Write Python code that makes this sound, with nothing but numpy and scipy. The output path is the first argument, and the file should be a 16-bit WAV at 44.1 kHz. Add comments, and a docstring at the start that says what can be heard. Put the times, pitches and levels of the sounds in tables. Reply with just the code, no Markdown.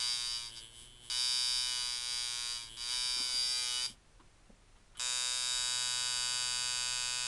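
"""A small room, a desk below, and a coil tattoo machine buzzing in a hand close to the microphone.
About 120 times a second the armature strikes the coil core and rings the steel frame, then the spring
ticks back on its screw. Twice the stroke falls short, leaving faint spring ticks and grazing blows.
Later the power is cut for a second while the grip is changed, with dull knocks of hand and cord.
Nearby surfaces swirl the treble, over a short room tail, low rumble, hiss and mains hum."""
import sys
import numpy as np
from scipy import signal
from scipy.fft import rfft, irfft, next_fast_len
from scipy.io import wavfile
from scipy.ndimage import uniform_filter1d

SR = 44100
rng = np.random.default_rng(int(sys.argv[2]) if len(sys.argv) > 2 else 0)


def master(y):
    """Save y as 16-bit WAV."""
    cut = np.clip(np.atleast_2d(y).T, -1, 1)
    pcm = np.round(cut * 32767)  # scale
    wavfile.write(sys.argv[1], SR, pcm.astype(np.int16))


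N = 320607
T = np.arange(N) / SR  # seconds
CLICK_SIZE = 2048  # samples in one click
HZ = np.fft.rfftfreq(CLICK_SIZE, 1 / SR)
EDGE_HZ = 12500  # upper limit of the clicks and of the microphone
SOUND_SPEED = 343  # m/s

# Background noise. Each row: frequency in Hz, relative spectrum level in dB.
FLOOR_SPECTRUM = [(15, -9.5), (30, 0.5), (50, -9.5), (105, -21), (170, -22), (330, -23.5), (500, -26.5),
                  (1400, -29.5), (4000, -34.5), (10200, -38), (11200, -57), (12400, -60)]
FLOOR_DB = -61  # overall rms
# Steady mains hum. Each row: frequency in Hz, rms level in dB.
MAINS_HUM = [(100, -76), (150, -82)]

# Bursts of full buzzing, one curve each.
# Each row: time in seconds, strokes per second, blow level in dB before the armature's trim.
BURSTS = [
    [(0.002, 123.38, -37), (0.1, 121.86, -37.5), (0.36, 118.71, -41), (0.47, 116.72, -46.5),
     (0.51, 112.67, -56)],
    [(1.1003, 123.28, -36.5), (1.19, 124.85, -34), (1.58, 124.73, -34.5), (1.84, 122.78, -38.5),
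     (2.0, 121.14, -41.8), (2.14, 122.02, -39.7), (2.52, 119.91, -40.5), (2.62, 117.05, -47.5),
     (2.69, 114.6, -56.5)],
    [(2.772, 117.9, -49), (2.81, 119.11, -43.5), (2.88, 120.63, -40), (2.93, 124.46, -37),
     (3.28, 125.08, -38), (3.42, 125.28, -36.5), (3.6, 123.96, -36.5), (3.75, 123.05, -38.5),
     (3.866, 125.79, -40)],
    [(4.9965, 124.32, -39.5), (5.07, 124.4, -38), (5.28, 124.3, -37.5), (5.42, 124.74, -38.5),
     (5.53, 124.08, -36), (5.62, 123.95, -36.5), (6.2, 123.48, -37.5), (7.27, 123.56, -39.5)],
]
# Tone of each burst. Each row: hardness of a blow at FULL_DB in dB per octave,
# tick level in dB relative to the blow, sizzle of a square blow's tick in dB.
BURST_TONES = [(1, -21, 6), (1.0, -16, 19), (0.7, -14, 14), (1.77, -10.5, 23)]
# A blow softer than FULL_DB is duller, by so many dB per octave for each dB.
FULL_DB, HARDNESS_PER_DB = -37, 0.1057
LEAST_TICK_DB = -56.5  # the spring ticks at least this loud during a burst

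# How the machine is held: 0 lying on the palm, 1 lowered towards the desk, 2 pinched in the fingertips.
# Each row: time in seconds, hold.
HOLD_CURVE = [(3.1, 0.31), (3.3, 1.13), (3.87, 0.55), (5.0, 1.75), (5.4, 1.61), (5.6, 1.86), (7.25, 1.74)]
# Broad colour of a blow.
# Each row: frequency in Hz, then relative level in dB on the palm, lowered, in the fingertips.
BLOW_COLOUR = [(385, -77.5, -73.5, -96), (511, -64, -56, -53.5), (808, -75, -60.5, -57.5),
               (877, -51.5, -54.5, -45.5), (1360, -55.5, -55, -49), (1810, -54, -60.5, -51),
               (2000, -52.5, -57.5, -50), (2520, -56, -46, -45.5), (4274, -53.5, -53, -64.5),
               (5850, -53.5, -50, -54), (8180, -55.5, -56, -52.5), (9190, -54, -51.5, -58),
               (11880, -72.5, -68, -82), (12200, -86, -83, -102)]
# Frame resonances, negative where the hold cancels one; the frame's freedom scales the heights.
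# Each row: frequency in Hz, width in Hz, then height in dB on the palm, lowered, in the fingertips.
FRAME_MODES = [(1480, 60, 3.5, 11.2, 7.3), (2000, 110, -13.6, 4.1, -8.6), (2300, 200, 5.4, 6.0, -10.5),
               (2720, 400, 1.2, -11.4, 4.2), (2840, 110, -6.6, -6.3, -20.0), (2960, 60, 8.8, 15.3, 13.8),
               (2980, 60, 8.7, 3.9, -4.1), (3120, 200, 6.7, 3.2, -3.0), (3340, 200, 5.7, 2.5, 8.3),
               (3760, 200, 17.4, 11.5, 22.1), (3900, 110, 4.4, 3.0, 9.5), (4300, 110, -8.1, -4.5, 16.9),
               (4660, 110, 8.8, 0.1, 11.3), (4760, 200, 17.2, 22.1, 17.7), (5000, 110, 12.5, 0.6, 8.9),
               (5320, 400, -2.9, 5.9, 18.6), (5360, 110, 17.7, 6.9, -15.8), (5880, 200, 5.2, -4.1, -9.9),
               (6560, 200, 3.6, 4.5, 9.0), (7080, 60, 4.0, -0.1, 13.1), (7500, 200, -2.0, 3.2, 9.7),
               (7820, 110, 3.3, 8.1, 8.8), (8180, 60, 7.4, -1.9, 6.4), (8880, 110, 8.5, -3.7, 3.3),
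               (9080, 110, 11.4, -6.7, -6.8), (9100, 400, -3.9, 8.1, 6.6), (9620, 400, 0.7, 0.3, 5.4),
               (10260, 110, 9.8, 5.4, 3.9), (10660, 200, 10.0, 1.1, 6.2)]
# Freedom of the frame to ring in the hand. Each row: time in seconds, factor on its modes.
FRAME_FREEDOM = [(0, 0.86), (1.17, 1.06), (1.6, 1.065), (1.95, .75), (2.53, 0.75), (2.82, 0.87),
                 (3.48, 1.05), (3.84, 0.77), (5.43, 0.95), (5.53, 1.14), (7.25, 0.96)]
# Drift of timbre as the fingertips settle.
# Each row: frequency in Hz, width in Hz, height in dB by the end.
FINGER_CREEP = [(2660, 310, 6), (3870, 160, 1), (4330, 130, 4.5), (7450, 160, 3)]
CREEP_FROM_S, CREEP_S = 5.64, 1.4
# Rattling on between armature and core.
# Each row: round trip in seconds, share of each pass that carries on.
RATTLE_LOOPS = [(.00075, 0.72), (.0019, .92)]
# Broad colour of a spring tick. Each row: frequency in Hz, relative level in dB.
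TICK_COLOUR = [(200, -15), (400, -10.5), (700, -23.5), (1600, -18.5), (2400, -17), (4200, -14.5),
               (6800, -29.5), (7800, -1), (8700, -17.5), (9700, -0.5), (10800, -9.5), (12200, -28)]
# Spring resonances. Each row: frequency in Hz, width in Hz, height in dB.
SPRING_MODES = [(3034, 254, 16), (3376, 460, 12.5)]

# The frame's shake: base rms level, then what is added when stalled and when the hand has settled.
SHAKE_DB, SHAKE_STALL_DB, SHAKE_SETTLED_DB = -71, 2.5, 7
SETTLE_S, SETTLING_S = 5.5, .25

# The hand's wandering, smoothed over a tenth of a second in use.
# Each row: time in seconds, metres wandered, dB by which nearby surfaces reflect more.
HAND_TRAVEL = [(0, 0, 0), (1.15, .04, -6), (1.58, .041, -6), (2.0, .07, -1), (3.1, .1, -3), (3.22, .14, 7),
               (3.87, .33, 7), (5.0, .4, 0), (5.55, .46, 0), (6.3, .475, -8), (7.27, .5, -2)]
# Reflections off palm, desk and power supply, raised or lowered by the hand's travel.
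# Each row: delay in seconds before any wandering, level in dB, change of path per metre wandered.
NEAR_ECHOES = [(.0011, -18, .6), (.0019, -17, .9), (.0034, -18, -1.2), (.0046, -20, 1.6)]
# Decay of the room. Each row: frequency in Hz, time to fall 60 dB in seconds.
ROOM_DECAY = [(200, 0.24), (2000, 0.18), (5000, 0.14), (11000, 0.014)]
ROOM_DB = -18

# In a stall the rate drops, then swells and sags as the armature swings free.
STALL_HZ, FREE_GAIN_HZ, FREE_PEAK_S, FREE_WIDTH_S = 114.3, 8.5, .43, .175
STALL_BLOW_DB, STALL_TICK_DB, STALL_SIZZLE_DB, STALL_HARDNESS = -80.5, -60.5, -7, 0.81
# Wider swings that graze the core; their amplitudes add to the stall's own.
# Each row: time in seconds, half length in seconds, blow level in dB, tick level in dB, extra sizzle in dB.
CORE_GRAZES = [(0.531, 0.029, -68, -53.5, 0), (.577, 0.022, -47, -74, 0), (0.632, 0.039, -72, -53.5, 1),
               (0.796, 0.069, -64, -58.5, 7), (1.06, 0.038, -67, -59, 5), (2.722, 0.092, -69, -54.5, 1)]

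# Hand and cord knocking on things. Each row: start in seconds, level in dB before the common trim,
# centre frequency in Hz, time to fall 60 dB in seconds.
KNOCKS = [(3.164, -48, 330.3, 0.17), (3.17, -44.5, 1120, 0.3), (3.198, -40.5, 277, 0.094),
          (3.2, -51, 900, 0.39), (3.239, -48, 1110, 0.37), (3.34, -48, 262, 0.12),
          (3.899, -44.5, 242, 0.092), (4.196, -44, 1020, 0.077), (4.198, -50, 293, .1),
          (4.242, -49, 153, 0.11), (4.494, -44, 213, 0.092), (4.497, -46, 520, 0.074),
          (4.197, -54, 3200, .06), (4.753, -55, 1030, 0.23), (4.762, -57, 3200, .08),
          (4.945, -47, 1340, 0.13), (4.95, -50, 3200, 0.15)]
# Loose chatter as the power goes off or comes on.
# Each row: start in seconds, end in seconds, blow level in dB, tick level in dB, fade by the end in dB.
POWER_CHATTERS = [(3.872, 3.955, -53, -52, 31), (4.97, 4.994, -70, -53, 0)]
CHATTER_HZ, CHATTER_SCATTER_S, CHATTER_SIZZLE_DB = 120.8, .001, -2.5


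def amp(db):
    """Decibels to gain."""
    return 10 ** (np.asarray(db) / 20)


def unit(x):
    """Scales to rms 1."""
    return x / np.sqrt(np.mean(x ** 2) + 1e-20)


def follow(table, s):
    """Every column of a curve at the times s."""
    times, *columns = np.transpose(table)
    return np.array([np.interp(s, times, column) for column in columns])


def colour(table, hz):
    """Every column of a spectrum at the frequencies hz, drawn straight over log frequency."""
    points, *columns = np.transpose(table)
    return np.array([np.interp(np.log(hz + 1), np.log(points), column) for column in columns])


def resonances(table):
    """Bell-shaped peaks in dB, one spectrum for each dB column."""
    hz, width, *db = np.transpose(table)
    bells = 1 / (1 + (2 * (HZ - hz[:, None]) / width[:, None]) ** 2)
    return np.array(db) @ bells


def add(mix, start, sound):
    """Mixes a sound in from sample start."""
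    part = mix[start:][:len(sound)]
    part += sound[:len(part)]


def background():
    """Low rumble and faint hiss from coloured noise, with mains hum from steady sines."""
    size = next_fast_len(N)
    gain = amp(colour(FLOOR_SPECTRUM, np.fft.rfftfreq(size, 1 / SR))[0])
    noise = irfft(rfft(rng.standard_normal(size)) * gain, size)[:N]
    hum = sum(amp(db) * unit(np.sin(2 * np.pi * hz * T)) for hz, db in MAINS_HUM)
    return amp(FLOOR_DB) * unit(noise) + hum


def ticks(start, end, rate):
    """Times of the strokes from start to end, for a rate given at every sample."""
    turns = np.cumsum(rate) / SR
    first, last = np.interp([start, end], T, turns)
    return np.interp(np.arange(first, last), turns, T)


def looseness(blow_db):
    """1 while the armature misses the core, 0.15 while it hits squarely."""
    return np.interp(blow_db, [-55, -40], [1, .15])


def buzz(curve, hardness, tick_db, sizzle_db):
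    """A burst of driven strokes: hardness, tick and sizzle follow the strength of the blow."""
    s = ticks(curve[0][0], curve[-1][0], follow(curve, T)[0])
    rate, blow_db = follow(curve, s)
    hardness = hardness + HARDNESS_PER_DB * (blow_db - FULL_DB)
    sizzle_db = sizzle_db + (STALL_SIZZLE_DB - sizzle_db) * looseness(blow_db)
    tick_db = np.maximum(blow_db + tick_db, LEAST_TICK_DB)
    return s, rate, blow_db, hardness, tick_db, sizzle_db


def rattle():
    """All-pass loops: dying repeats follow each blow without changing its colour."""
    spread = 1
    for trip_s, share in RATTLE_LOOPS:
        back = np.exp(-2j * np.pi * HZ * trip_s)
        spread = spread * (share + back) / (1 + share * back)
    return spread


def hammer(s, rate, level_db, shape_db, band, spread):
    """One causal ringing click at each time s; level_db holds within band, spread smears it in time."""
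    # Folding the cepstrum gives each spectrum minimum phase: the ring starts at the blow.
    cepstrum = irfft(np.log(amp(shape_db)), axis=1)
    cepstrum[:, 1:CLICK_SIZE // 2] *= 2
    cepstrum[:, CLICK_SIZE // 2 + 1:] = 0
    spectrum = np.exp(rfft(cepstrum, axis=1))
    # Mean power in the band of a steady train of such clicks.
    power = 2 * (abs(spectrum) ** 2 @ band) / CLICK_SIZE * rate / SR
    start, fraction = np.divmod(s * SR, 1)
    late = np.exp(-2j * np.pi * HZ * fraction[:, None] / SR)  # delay of part of a sample
    gain = (amp(level_db) / np.sqrt(power))[:, None]
    spectrum *= gain * late * spread / (1 + (HZ / EDGE_HZ) ** 20)
    out = np.zeros(N)
    for at, click in zip(start, irfft(spectrum, axis=1)):
        add(out, int(at), click)
    return out


def holding(s):
    """Shares of the three holds (palm, lowered, fingertips) at the times s."""
    hold = np.clip(follow(HOLD_CURVE, s).T, 0, 2)
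    return np.maximum(1 - abs(hold - np.arange(3)), 0)


def armature(s, rate, blow_db, hardness, gain_db=-0.55, uneven_db=0.23, jitter_s=.0000012,
             graze_db=-72, seated_db=-54):
    """Steel on steel: each blow rings the frame as freely as the hand allows; a grazing blow only clicks."""
    size, timing = rng.standard_normal((len(s), 2)).T
    level_db = blow_db + gain_db + uneven_db * size
    ring = follow(FRAME_FREEDOM, s)[0] * np.interp(level_db, [graze_db, seated_db], [0, 1])
    hold = holding(s)
    octaves = np.log2(np.maximum(HZ, 700))  # hardness tilts the spectrum above 700 Hz
    shape_db = hold @ colour(BLOW_COLOUR, HZ) + hardness[:, None] * octaves
    shape_db += ring[:, None] * (hold @ resonances(FRAME_MODES))
    crept = np.clip((s - CREEP_FROM_S) / CREEP_S, 0, 1)
    shape_db += crept[:, None] * resonances(FINGER_CREEP)
    band = (HZ > 3900) & (HZ < 7000)
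    return hammer(abs(s + jitter_s * timing), rate, level_db, shape_db, band, rattle())


def contact(s, rate, loose, tick_db, sizzle_db, jitter_s=.00002, return_s=.0018, sizzle_hz=6000):
    """The springing return closes the contact with a light tick, less regular when the armature misses."""
    timing = loose * rng.standard_normal(len(s))
    sizzle = sizzle_db[:, None] / (1 + (sizzle_hz / (HZ + 1)) ** 6)
    shape_db = colour(TICK_COLOUR, HZ) + resonances(SPRING_MODES) + sizzle
    return hammer(s + return_s + jitter_s * timing, rate, tick_db, shape_db, HZ > 0, rattle())


def shake(s, rate, loose, second_db=-11, third_db=-20):
    """The swinging mass rocks the whole frame at the lowest multiples of the stroke rate."""
    phase = 2 * np.pi * np.cumsum(np.interp(T, s, rate)) / SR
    tone = sum(amp(db) * np.sin(k * phase) for k, db in enumerate([0, second_db, third_db], 1))
    swinging = np.interp(T, s[1:-1], s[2:] - s[:-2] < .05)  # 0 where no strokes come
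    settled = np.clip((T - SETTLE_S) / SETTLING_S, 0, 1)
    level_db = SHAKE_DB + SHAKE_STALL_DB * np.interp(T, s, loose) + SHAKE_SETTLED_DB * settled
    return swinging * amp(level_db) * unit(tone)


def reflections(x, corner_hz=1200):
    """Small surfaces throw back mainly treble; their paths change with the hand, so the buzz swirls."""
    bright = signal.sosfilt(signal.butter(1, corner_hz, "high", fs=SR, output="sos"), x)
    fine = signal.resample_poly(bright, 4, 1)  # finer steps for reading at moving delays
    fine_t = np.linspace(0, N / SR, len(fine), endpoint=False)
    metres, near_db = uniform_filter1d(follow(HAND_TRAVEL, T), SR // 10, axis=1)
    echoes = np.zeros(N)
    for delay_s, db, slope in NEAR_ECHOES:
        heard_from = T - delay_s - slope * metres / SOUND_SPEED
        echoes += amp(db) * np.interp(heard_from, fine_t, fine)
    return amp(near_db) * echoes


def room(x, first_s=0.0042):
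    """A short diffuse tail of decaying noise whose treble dies first."""
    hz, t, z = signal.stft(rng.standard_normal(SR // 2), SR, nperseg=256)
    decay = amp(-60 * t / colour(ROOM_DECAY, hz).T)
    tail = signal.istft(z * decay, SR, nperseg=256)[1]
    tail *= np.arange(len(tail)) > first_s * SR
    return signal.fftconvolve(x, tail / np.linalg.norm(tail))[:N]


def stall(start, end):
    """Short strokes: faint ticks that swell wherever the armature grazes the core."""
    rate = STALL_HZ + FREE_GAIN_HZ * np.exp(-((T - start - FREE_PEAK_S) / FREE_WIDTH_S) ** 2)
    s = ticks(start, end, rate)
    at, half_s, blow_db, tick_db, extra_db = np.transpose(CORE_GRAZES)
    swell = np.exp(-((s[:, None] - at) / half_s) ** 2)
    blow = 20 * np.log10(amp(STALL_BLOW_DB) + swell @ amp(blow_db))
    tick = 20 * np.log10(amp(STALL_TICK_DB) + swell @ amp(tick_db))
    sizzle_db = STALL_SIZZLE_DB + swell @ extra_db
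    return s, np.interp(s, T, rate), blow, STALL_HARDNESS, tick, sizzle_db


def handling(gain_db=-8, spread=0.48, rise_s=0.0044):
    """Dull, brief knocks and scuffs: band-passed noise that rises fast and decays."""
    out, t = np.zeros(N), np.arange(SR // 2) / SR
    hz = np.fft.rfftfreq(len(t), 1 / SR) + 1
    for s, db, centre, t60 in KNOCKS:
        band = 1 / (1 + ((hz / centre - centre / hz) / spread) ** 2)
        scuff = unit(irfft(rfft(rng.standard_normal(len(t))) * band, len(t)))
        envelope = amp(db + gain_db - 60 * t / t60) * (1 - np.exp(-t / rise_s))
        add(out, round(s * SR), envelope * scuff)
    return out


def chatter(start, end, blow_db, tick_db, fade_db):
    """Undriven strokes come at scattered times, and any fade runs ever faster."""
    s = np.arange(start, end, 1 / CHATTER_HZ)
    fade = fade_db * ((s - start) / (end - start)) ** 2
    scatter = CHATTER_SCATTER_S * rng.standard_normal(len(s))
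    return s + scatter, CHATTER_HZ, blow_db - fade, STALL_HARDNESS, tick_db - fade, CHATTER_SIZZLE_DB


def strokes():
    """All strokes in time order, as rows of time, rate, blow dB, hardness, tick dB and sizzle dB."""
    bursts = [buzz(curve, *tone) for curve, tone in zip(BURSTS, BURST_TONES)]
    first, second, third, _ = (burst[0] for burst in bursts)
    stalls = [stall(before[-1] + 1 / STALL_HZ, after[0] - .5 / STALL_HZ)
              for before, after in [(first, second), (second, third)]]
    chatters = [chatter(*row) for row in POWER_CHATTERS]
    every = np.hstack([np.broadcast_arrays(*part) for part in bursts + stalls + chatters])
    return every[:, np.argsort(every[0])]


def scene():
    """Machine and hand in the room."""
    s, rate, blow_db, hardness, tick_db, sizzle_db = strokes()
    loose = looseness(blow_db)
    machine = armature(s, rate, blow_db, hardness) + contact(s, rate, loose, tick_db, sizzle_db)
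    near = machine + reflections(machine) + handling()
    return (near + amp(ROOM_DB) * room(near) + shake(s, rate, loose) + background())[None]


def record(dry):
    """The microphone's band limit: a steep low-pass at EDGE_HZ."""
    low_pass = signal.firwin(511, EDGE_HZ, window=("kaiser", 9), fs=SR)
    return signal.oaconvolve(dry, low_pass[None], "same")


dry = scene()
out = record(dry)
master(out)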